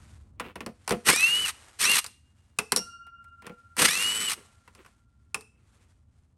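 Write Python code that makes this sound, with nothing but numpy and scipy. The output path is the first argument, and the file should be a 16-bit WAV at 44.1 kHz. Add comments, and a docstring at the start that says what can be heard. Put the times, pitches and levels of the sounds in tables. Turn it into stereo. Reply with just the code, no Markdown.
"""A cordless drill backs two bolts out of a small engine's plastic air-filter box, close up in a garage.
Over three trigger pulls the gears rattle under load, whine up to speed and clatter slack on the brake.
The socket taps onto each bolt with a tick, a clack and a hollow thump from the box.
Each bolt is plucked from the socket with a ping; the first drops into a steel dish that rings on.
Underneath sit glove rustle, short drags of the tool and a low room rumble."""
import sys
import numpy as np
from scipy import signal
from scipy.fft import rfft, irfft, next_fast_len
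from scipy.io import wavfile
from scipy.ndimage import map_coordinates

SR = 44100
rng = np.random.default_rng(int(sys.argv[2]) if len(sys.argv) > 2 else 0)


def bounce(signal):
    """Save signal as a 16-bit WAV file at the path given by the first command-line argument."""
    frames = np.transpose(np.atleast_2d(signal))
    limited = np.clip(frames, -1, 1)
    pcm = np.round(limited * 32767).astype(np.int16)
    wavfile.write(sys.argv[1], SR, pcm)


N = 280917

# trigger pulls: t/s, bolt hold/s, length/s, free shaft speed/Hz, spin-up/s, free-running level/dB,
# load boost/dB, then whine level/dB at the low, middle and high housing mode
TRIGGER_PULLS = [(1.052, .038, .465, 401.5, .19, -33.5, 6.5, -18, -25.5, -47.5),
                 (1.787, .043, .222, 358, .031, -25, 4.8, -26.5, -19, -62.5),
                 (3.766, .1, .588, 378.5, .097, -32, 7, -32, -28, -36.5)]
# the socket jerks on a tight bolt: t/s, half length/s, level/dB
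JOLTS = [(1.094, 0.023, -16), (1.135, 0.0067, -21), (3.796, 0.015, -22), (3.82, 0.01, -16),
         (3.854, .014, -17.5), (3.886, 0.01, -26.5)]
# bright gear rattle: f/Hz, level/dB
RATTLE_EQ = [(300, -62.5), (1200, -19.5), (2000, -9), (2500, -3.5), (3000, -3), (3450, -6.5), (4300, -4.5),
             (5000, -7), (6000, -5.5), (7100, -9), (8300, 0), (9200, 1.5), (10000, -5.5), (11500, -3),
             (13500, -30.5), (15000, -23.5), (16300, -35.5)]
# midrange gear clatter: f/Hz, level/dB
CLATTER_EQ = [(150, -62), (600, -19.5), (900, -6.5), (1300, 0), (1600, -2), (2000, -0.5), (2700, -7),
              (3300, -16), (5000, -33.5)]
# gear mesh harmonics, fundamental first: level/dB
MESH_HARMONICS = [-10.5, -7.5, -8, -10, -15.5]
# gear case resonances: f/Hz, width/Hz, level/dB
CASE_MODES = [(1239, 24, -3.5), (1920, 75, -6.5), (2350, 60, -6), (2860, 42, -2.5), (3460, 49, -4),
              (4170, 28, -5)]
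# drill housing resonances: f/Hz, half width/Hz
HOUSING_MODES = [(2685, 51), (2865, 75), (7900, 170)]
# the drill's stereo balance: f/Hz, left minus right/dB
DRILL_PAN = [(200, -2), (700, 3), (1300, -1.5), (2400, 0.5), (4400, 2.5), (8000, 0)]
# filter box resonances: f/Hz, width/Hz, level/dB
BOX_MODES = [(75, 44, -15), (226, 120, -4.5), (388, 140, -0.5), (487, 10, -2.5), (704, 13, -5.5),
             (800, 600, -16.5)]
# socket, bolts and tool touch: t/s, then level/dB of tick, clack and thump before make-up gain
CONTACTS = [(0.398, -27.5, -26, -49.5), (0.402, -29.5, -29, -39), (0.5565, -32, -32, -38.5),
            (0.6061, -30, -31, -38), (0.6629, -26, -35, -30), (0.8776, -16.5, -26, -43.5),
            (0.8933, -14, -28.5, -37), (0.9075, -14.5, -20, -21), (0.9204, -18.5, -24.5, -22),
            (1.0892, -12.5, -12, -24.5), (1.1609, -8, -29, -46), (2.0429, -21, -34, -60.5),
            (2.0635, -20.5, -44.5, -58), (2.5876, -7.5, -21, -34.5), (2.7208, -4, -19.5, -29),
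            (3.0674, -49, -52, -72.5), (3.2425, -50, -58, -70), (3.4215, -45, -46.5, -55),
            (3.4665, -29.5, -36, -44.5), (3.495, -50, -41.5, -42), (3.7673, -22.5, -34, -55),
            (3.8196, -8, -18, -26), (4.6774, -45.5, -47, -58.5), (4.7504, -41, -51, -59.5),
            (4.8484, -45.5, -51.5, -57), (4.8614, -44.5, -49, -65), (5.3445, -12.5, -26, -40.5),
            (5.4089, -35, -51, -57.5)]
# steel tick: f/Hz, level/dB
TICK_EQ = [(2000, -27), (3200, -11.5), (4200, -4), (5400, -1), (6500, -6.5), (7800, -2.5), (9200, 2),
           (11400, -3), (13500, -24), (16000, -32.5)]
# housing clack: f/Hz, level/dB
CLACK_EQ = [(350, -24.5), (700, -4), (1020, 3.5), (1400, 0.5), (1700, -3), (2100, -1.5), (2700, -2),
            (3500, -12), (6000, -28)]
# a bolt leaves the socket: t/s, level/dB
PLUCKS = [(2.588, -37.5), (5.345, -41)]
# socket ping: f/Hz, level/dB, t60/s, twin offset/Hz
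SOCKET_MODES = [(425.4, -1.5, 0.22, 22), (790, -8, 0.19, 60), (2500, 27, 0.022, 90), (2611, -9, 0.39, 39),
                (5200, -14, 0.31, 110), (5760, -20, .37, 170), (8080, -17.5, 0.27, 90)]
# a bolt lands in the dish: t/s, level/dB
DROPS = [(2.762, -35)]
# dish ring: f/Hz, level/dB, t60/s, twin offset/Hz
DISH_MODES = [(1376, -10, 4.07, 15.5), (2821, -12.5, 1.5, 8.1), (4480, -20.5, 0.65, 35.5),
              (5604, 15, 0.15, -140), (5770, -7, 0.44, 162), (5600, -9.5, 0.55, 130),
              (7531, -24.5, .48, 33.5), (8480, -20.5, .4, 77)]
# the tool drags on the housing: t/s, half length/s, level/dB
DRAGS = [(0.465, 0.044, -44), (3.462, 0.023, -50), (4.389, 0.05, -55), (4.798, 0.026, -55),
         (5.6, 0.079, -74.5), (5.82, 0.07, -72)]
# gloves slide over the tool: t/s, half length/s, level/dB
GLOVE_SLIDES = [(.06, .14, -63), (.95, 0.15, -62), (1.6, 0.22, -56.5), (2.47, 0.3, -78), (3.6, 0.24, -74.5),
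                (4.42, 0.14, -64), (4.8, 0.1595, -68), (5.8, 0.16, -71)]
# glove friction: f/Hz, level/dB
GLOVE_EQ = [(250, -7), (500, -3.5), (1400, -0.5), (2500, -5.5), (5500, -9.5), (8800, -7), (11400, -13),
            (13000, -39.5), (16000, -43.5)]
# low end of room and engine: f/Hz, level/dB
RUMBLE_EQ = [(20, -19), (45, -7.5), (75, 2.5), (110, -2.5), (170, -16.5), (220, -11.5), (300, -22),
             (500, -32), (1200, -36), (3000, -73)]
# garage reverb: f/Hz, t60/s
GARAGE_DECAY = [(100, 1), (500, 0.31), (2000, 0.39), (8000, 0.42), (14000, 0.24)]
# the direct sound reaches the left channel first: f/Hz, phase lead/rad
LEFT_LEAD = [(100, 0), (1000, .5), (3000, .9), (6000, .9), (9000, 1.7), (13000, 1.5)]

LOOSE_HZ = 250  # shaft speed at which a bolt gives
WHINE_ORDERS = (8, 8, 21)  # multiple of the shaft speed that excites each housing mode
ATTACK_S, RELEASE_S, HANDOVER_S = .032, .024, .014  # gear fade-in, fade-out, drive/slack crossfade
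BRAKE_S, BRAKE_CURVE = .1, 2.7  # the brake bites ever harder at the end of a pull
BACKLASH_S, SLACK_WHINE = .07, .21  # final stretch of slack gears; share of the tones left in it
JOLT_CLATTER_DB, JOLT_SHAKE_DB = -5.5, -11.5  # against a jolt's rattle
THRUM_DB, LOAD_WHINE_DB = -58, -3.5  # engine thrum; loaded motor tone against the rattle
BOUNCE_S, BOUNCE_LOSS_DB = .0095, 6.5  # gap and loss per bounce
SIDE = np.array([[.5], [-.5]])  # splits a difference between left and right


def drill():
    """Gear teeth rattle, the motor whines, and the bolt shakes the box and the engine under it."""
    controls = np.zeros((8, N))
    for start, *settings in TRIGGER_PULLS:
        add(controls, start, trigger_pull(*settings))
    shaft_hz, running, driving, rattle_gain, clatter_gain, shake_gain, sing_gain, whistle_gain = controls
    jolt = swells(JOLTS)
    angle = 2 * np.pi * np.cumsum(shaft_hz) / SR
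    # tooth hits bunch once a shaft turn and with the slower planet carrier
    turning_db = ramp(shaft_hz / LOOSE_HZ) * (2 * np.sin(angle) + 2.4 * np.sin(.29 * angle))
    bunching = unit(amp(turning_db + 2.1 * wobble(110)))
    rattle = np.hypot(rattle_gain, jolt) * gear_teeth(bunching, RATTLE_EQ, rate=9800)
    clatter_gain = np.hypot(clatter_gain, amp(JOLT_CLATTER_DB) * jolt)
    clatter = clatter_gain * gear_teeth(bunching, CLATTER_EQ, rate=3400)
    shake_gain = np.hypot(shake_gain, amp(JOLT_SHAKE_DB) * jolt)
    shake = shake_gain * unit(filtered(impacts(1500, spread_db=2), filter_box))
    thrum = amp(THRUM_DB) * running * unit(filtered(rng.standard_normal(N), eq(RUMBLE_EQ)))
    whine = sing_gain * motor_tone(angle, order=8, flutter_db=.5)
    whistle = whistle_gain * motor_tone(angle, order=21, flutter_db=0)
    growl = driving * rattle_gain * gear_growl(angle, shaft_hz)
    return rattle + clatter + shake + thrum + whine + whistle + growl


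def trigger_pull(hold_s, length_s, free_hz, spin_s, db, load_db, *whine_db):
    """Speed and envelopes of one pull: the motor strains until the bolt gives, spins up, then brakes."""
    t = np.arange(round(length_s * SR)) / SR
    load = np.exp(-np.maximum(t - hold_s, 0) / spin_s)
    braking = ramp(1 - (length_s - t) / BRAKE_S) ** BRAKE_CURVE
    shaft_hz = (LOOSE_HZ * ramp(t / hold_s) + (free_hz - LOOSE_HZ) * (1 - load)) * (1 - braking)
    running = ramp(t / ATTACK_S) * ramp((length_s - t) / RELEASE_S)
    slack = ramp((t - length_s + BACKLASH_S) / HANDOVER_S)
    driving = ramp((t - hold_s) / HANDOVER_S) * (1 - (1 - SLACK_WHINE) * slack) * running
    # load and slack both push the gears up and duck the box
    rattle = running * amp(db + load_db * load + 4 * slack)
    clatter = running * amp(db - 7.5 + 3 * load + 3.5 * slack)
    shake = running * amp(db - 17 - 4.5 * load - 5.5 * slack)
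    # each motor tone blooms as it sweeps through a housing mode
    low, middle, high = [driving * amp(peak_db) / np.hypot(1, (order * shaft_hz - hz) / width)
                         for peak_db, order, (hz, width) in zip(whine_db, WHINE_ORDERS, HOUSING_MODES)]
    strain = driving * rattle * load * amp(LOAD_WHINE_DB)
    sing = np.sqrt(low ** 2 + middle ** 2 + strain ** 2)
    return np.array([shaft_hz, running, driving, rattle, clatter, shake, sing, high])


def gear_teeth(bunching, points, rate):
    """Dense tooth hits, coloured by the narrow resonances of the gear case."""
    hits = bunching * impacts(rate, spread_db=3)
    return unit(filtered(hits, lambda hz: eq(points)(hz) * (1 + resonances(hz, CASE_MODES))))


def motor_tone(angle, order, flutter_db):
    """The motor sings at a multiple of its shaft speed, with a little phase jitter."""
    return unit(np.sin(order * angle + .1 * wobble(150)) * amp(flutter_db * wobble(90)))


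def gear_growl(angle, shaft_hz):
    """Under torque the mesh growls in wavering harmonics that thin out towards free speed."""
    torque = np.clip((380 - shaft_hz) / 65, .1, 1)
    mesh_angle = 6.22 * angle + .4 * wobble(260)
    mesh = sum(amp(db) * unit(np.sin(k * mesh_angle) * amp(3.5 * wobble(90)))
               for k, db in enumerate(MESH_HARMONICS, 1))
    return torque * (mesh + amp(-20) * motor_tone(angle, order=16, flutter_db=6.5))


def filter_box(hz):
    """Hollow plastic body: low modes with the top rolled off, at unit power."""
    body = resonances(hz, BOX_MODES) / (1 + 1j * hz / 900) ** 2
    return body / np.sqrt(np.mean(np.abs(body) ** 2))


def taps():
    """Each contact layers a steel tick, a housing clack and a thump of the box."""
    ticks, clacks, thumps = np.zeros((3, 2, N))
    for start, tick_db, clack_db, thump_db in CONTACTS + bounces():
        tick = burst(t60=.013, width=.45) + amp(-3.5) * burst(t60=.051, width=1)
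        clack = burst(t60=.047, width=.73) + amp(-4) * burst(t60=.11, width=.64)
        add(ticks, start, amp(tick_db + 10) * tick)
        add(clacks, start, amp(clack_db + 20.5) * clack)
        # one push on the box, and a shudder of its loose parts
        add(thumps, start + .005, amp(thump_db + 18) * np.ones(1))
        add(thumps, start + .0042, amp(thump_db + 25.5) * burst(t60=.11, width=.82))
    attack = filtered(ticks, eq(TICK_EQ)) + filtered(clacks, eq(CLACK_EQ))
    body = filtered(thumps, lambda hz: filter_box(hz) + room_boom(hz))
    return attack * amp(SIDE * 1.8) + body


def bounces():
    """The dropped bolt makes four quick contacts, each weaker than the last."""
    landing_db = np.array([-3, -28.5, -31.5])  # tick, clack, thump
    return [(start + k * BOUNCE_S, *(landing_db - k * BOUNCE_LOSS_DB))
            for start, _ in DROPS for k in range(4)]


def struck_steel(blows, modes, twin_db, recovery_cycles, in_step_s=0):
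    """Each decaying mode beats against a close twin, in phase at in_step_s."""
    track, ring = np.zeros((2, N))
    t = np.arange(N) / SR
    for hz, db, t60, offset_hz in modes:
        twin = amp(twin_db) * np.sin(2 * np.pi * (hz * t + offset_hz * (t - in_step_s)))
        # the ring fades in after the hit as the recorder's gain recovers, slower for low tones
        recovery = 1 - np.exp(-t * hz / recovery_cycles)
        ring += amp(db - 60 * t / t60) * (np.sin(2 * np.pi * hz * t) + twin) * recovery
    for start, db in blows:
        add(track, start, amp(db) * ring)
    return track


def steel_dish(drill_sound, left_db):
    """The dish rings when the bolt lands; while it is empty, the drill sets its second mode singing."""
    ring = struck_steel(DROPS, DISH_MODES, twin_db=-5, recovery_cycles=73, in_step_s=.058)
    empty = np.arange(N) / SR < DROPS[0][0]
    second_mode = struck_steel([(0, -76)], DISH_MODES[1:2], twin_db=-3, recovery_cycles=50)
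    sympathy = signal.fftconvolve(drill_sound * empty, second_mode)[:N]
    return (ring + sympathy) * amp(SIDE * left_db)


def tool_drags():
    """Short, gritty scrapes that sound through the housing and the box."""
    grit = filtered(impacts(830, spread_db=0), lambda hz: eq(CLACK_EQ)(hz) + amp(.5) * filter_box(hz))
    return swells(DRAGS) * unit(grit)


def gloves(rest_db):
    """Fine friction grains: gloves slide over the tool and are never quite still."""
    movement = amp(rest_db + 3 * wobble(6.5)) + swells(GLOVE_SLIDES)
    flicker = amp(1.9 * wobble(42))
    return movement * flicker * unit(filtered(impacts(4100, spread_db=3), eq(GLOVE_EQ)))


def room_boom(hz):
    """A low room resonance answers a thump 22 ms later."""
    return resonances(hz, [(220, 55, 13.5)]) * np.exp(-2j * np.pi * hz * .022)


def garage_reverb(direct, tail_db):
    """Quick reflections off the engine and a wide room tail, after 2 ms of pre-delay."""
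    hz, t, spectrum = signal.stft(rng.standard_normal((2, SR)), SR, nperseg=256)
    decay = amp(-60 * t / along(GARAGE_DECAY, hz)[:, None])
    tail = signal.istft(spectrum * decay, SR, nperseg=256)[1]
    room = amp(tail_db) * tail / np.linalg.norm(tail[0])
    add(room, 0, amp(-13) * burst(t60=.04, width=2))
    return signal.fftconvolve(direct, np.pad(room, ((0, 0), (SR // 500, 0))), axes=1)[:, :N]


def room_rumble(db, opening_boost_db, settle_s):
    """A low, nearly mono noise bed that opens louder and settles."""
    t = np.arange(N) / SR
    air = rng.standard_normal(N) + .2 * rng.standard_normal((2, N))
    return amp(db + opening_boost_db * ramp(1 - t / settle_s)) * unit(filtered(air, eq(RUMBLE_EQ)))


def impacts(rate, spread_db):
    """Random clicks of uneven size, rate a second, each a little different left and right."""
    hits = (rng.random(N) < rate / SR) * rng.choice([-1, 1], N)
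    sizes = amp(spread_db * np.clip(rng.standard_normal(N), -2, 2))
    return unit(hits * sizes * (1 + .45 * rng.standard_normal((2, N))))


def burst(t60, width):
    """Decaying stereo noise of unit energy; width scales the part that differs left and right."""
    t = np.arange(SR // 4) / SR
    noise = (rng.standard_normal(len(t)) + width * rng.standard_normal((2, len(t)))) * amp(-60 * t / t60)
    return noise / np.linalg.norm(noise, axis=1, keepdims=True)


def swells(rows):
    """A bell-shaped fade around each row of t/s, half length/s, level/dB."""
    t = np.arange(N) / SR
    return sum(amp(db) * np.exp(-np.minimum(((t - centre) / half) ** 2, 50)) for centre, half, db in rows)


def wobble(rate):
    """Smooth random modulation, rate knots a second."""
    return map_coordinates(rng.standard_normal(int(N * rate / SR) + 4), [np.arange(N) * rate / SR])


def resonances(hz, modes):
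    """Parallel band-passes, one per row of f/Hz, width/Hz, level/dB."""
    return sum(amp(db) * 1j * hz * width / (centre ** 2 - hz ** 2 + 1j * hz * width)
               for centre, width, db in modes)


def eq(points):
    """Minimum-phase response of unit power, shaped by points of f/Hz, level/dB."""
    def response(hz):
        gain = amp(along(points, hz))
        cepstrum = irfft(np.log(gain))
        half = len(cepstrum) // 2
        return unit(gain) * np.exp(1j * rfft(2 * cepstrum[:half], 2 * half).imag)
    return response


def filtered(x, response):
    """x through a complex frequency response."""
    size = 2 * next_fast_len((N + SR) // 2)
    return irfft(rfft(x, size) * response(np.fft.rfftfreq(size, 1 / SR)), size)[..., :N]


def along(points, hz):
    """Reads a breakpoint curve on a log frequency axis."""
    knots_hz, values = np.transpose(points)
    return np.interp(np.log(hz + 1), np.log(knots_hz + 1), values)


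def add(track, start_s, sound):
    """Mixes a sound into a track at its cue."""
    start = round(start_s * SR)
    track[..., start:start + sound.shape[-1]] += sound[..., :N - start]


def amp(db):
    """Decibels to gain."""
    return 10 ** (np.asarray(db) / 20)


def unit(x):
    """Scaled to rms 1."""
    return x / np.sqrt(np.mean(x ** 2) + 1e-20)


def ramp(x):
    """Held between 0 and 1."""
    return np.clip(x, 0, 1)


def scene():
    """Drill and hardware up front and to the left, over the garage reverb and a quiet bed."""
    tool = filtered(drill(), lambda hz: amp(SIDE * along(DRILL_PAN, hz)))
    pings = struck_steel(PLUCKS, SOCKET_MODES, twin_db=-.5, recovery_cycles=5.8)
    dish = steel_dish(tool[0], left_db=8.5)
    direct = filtered(tool + taps() + pings + dish, lambda hz: np.exp(1j * SIDE * along(LEFT_LEAD, hz)))
    reverb = garage_reverb(direct, tail_db=-19)
    rumble = room_rumble(db=-62, opening_boost_db=12, settle_s=1)
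    return direct + reverb + rumble + gloves(rest_db=-84) + tool_drags()


def record(dry):
    """The microphone rounds off peaks and has a low cut, a narrow treble notch and a steep top cut."""
    ceiling, low_cut_hz, notch_hz, top_hz = .75, 21, 10250, 16300
    rounded = dry / (1 + np.abs(dry / ceiling) ** 4) ** (1 / 4)
    notch = lambda hz: 1 - 1.1 * np.exp(-((hz - notch_hz) / 330) ** 2)
    return filtered(rounded, lambda hz: notch(hz) * hz / np.hypot(hz, low_cut_hz) * (hz < top_hz))


dry = scene()
out = record(dry)
bounce(out)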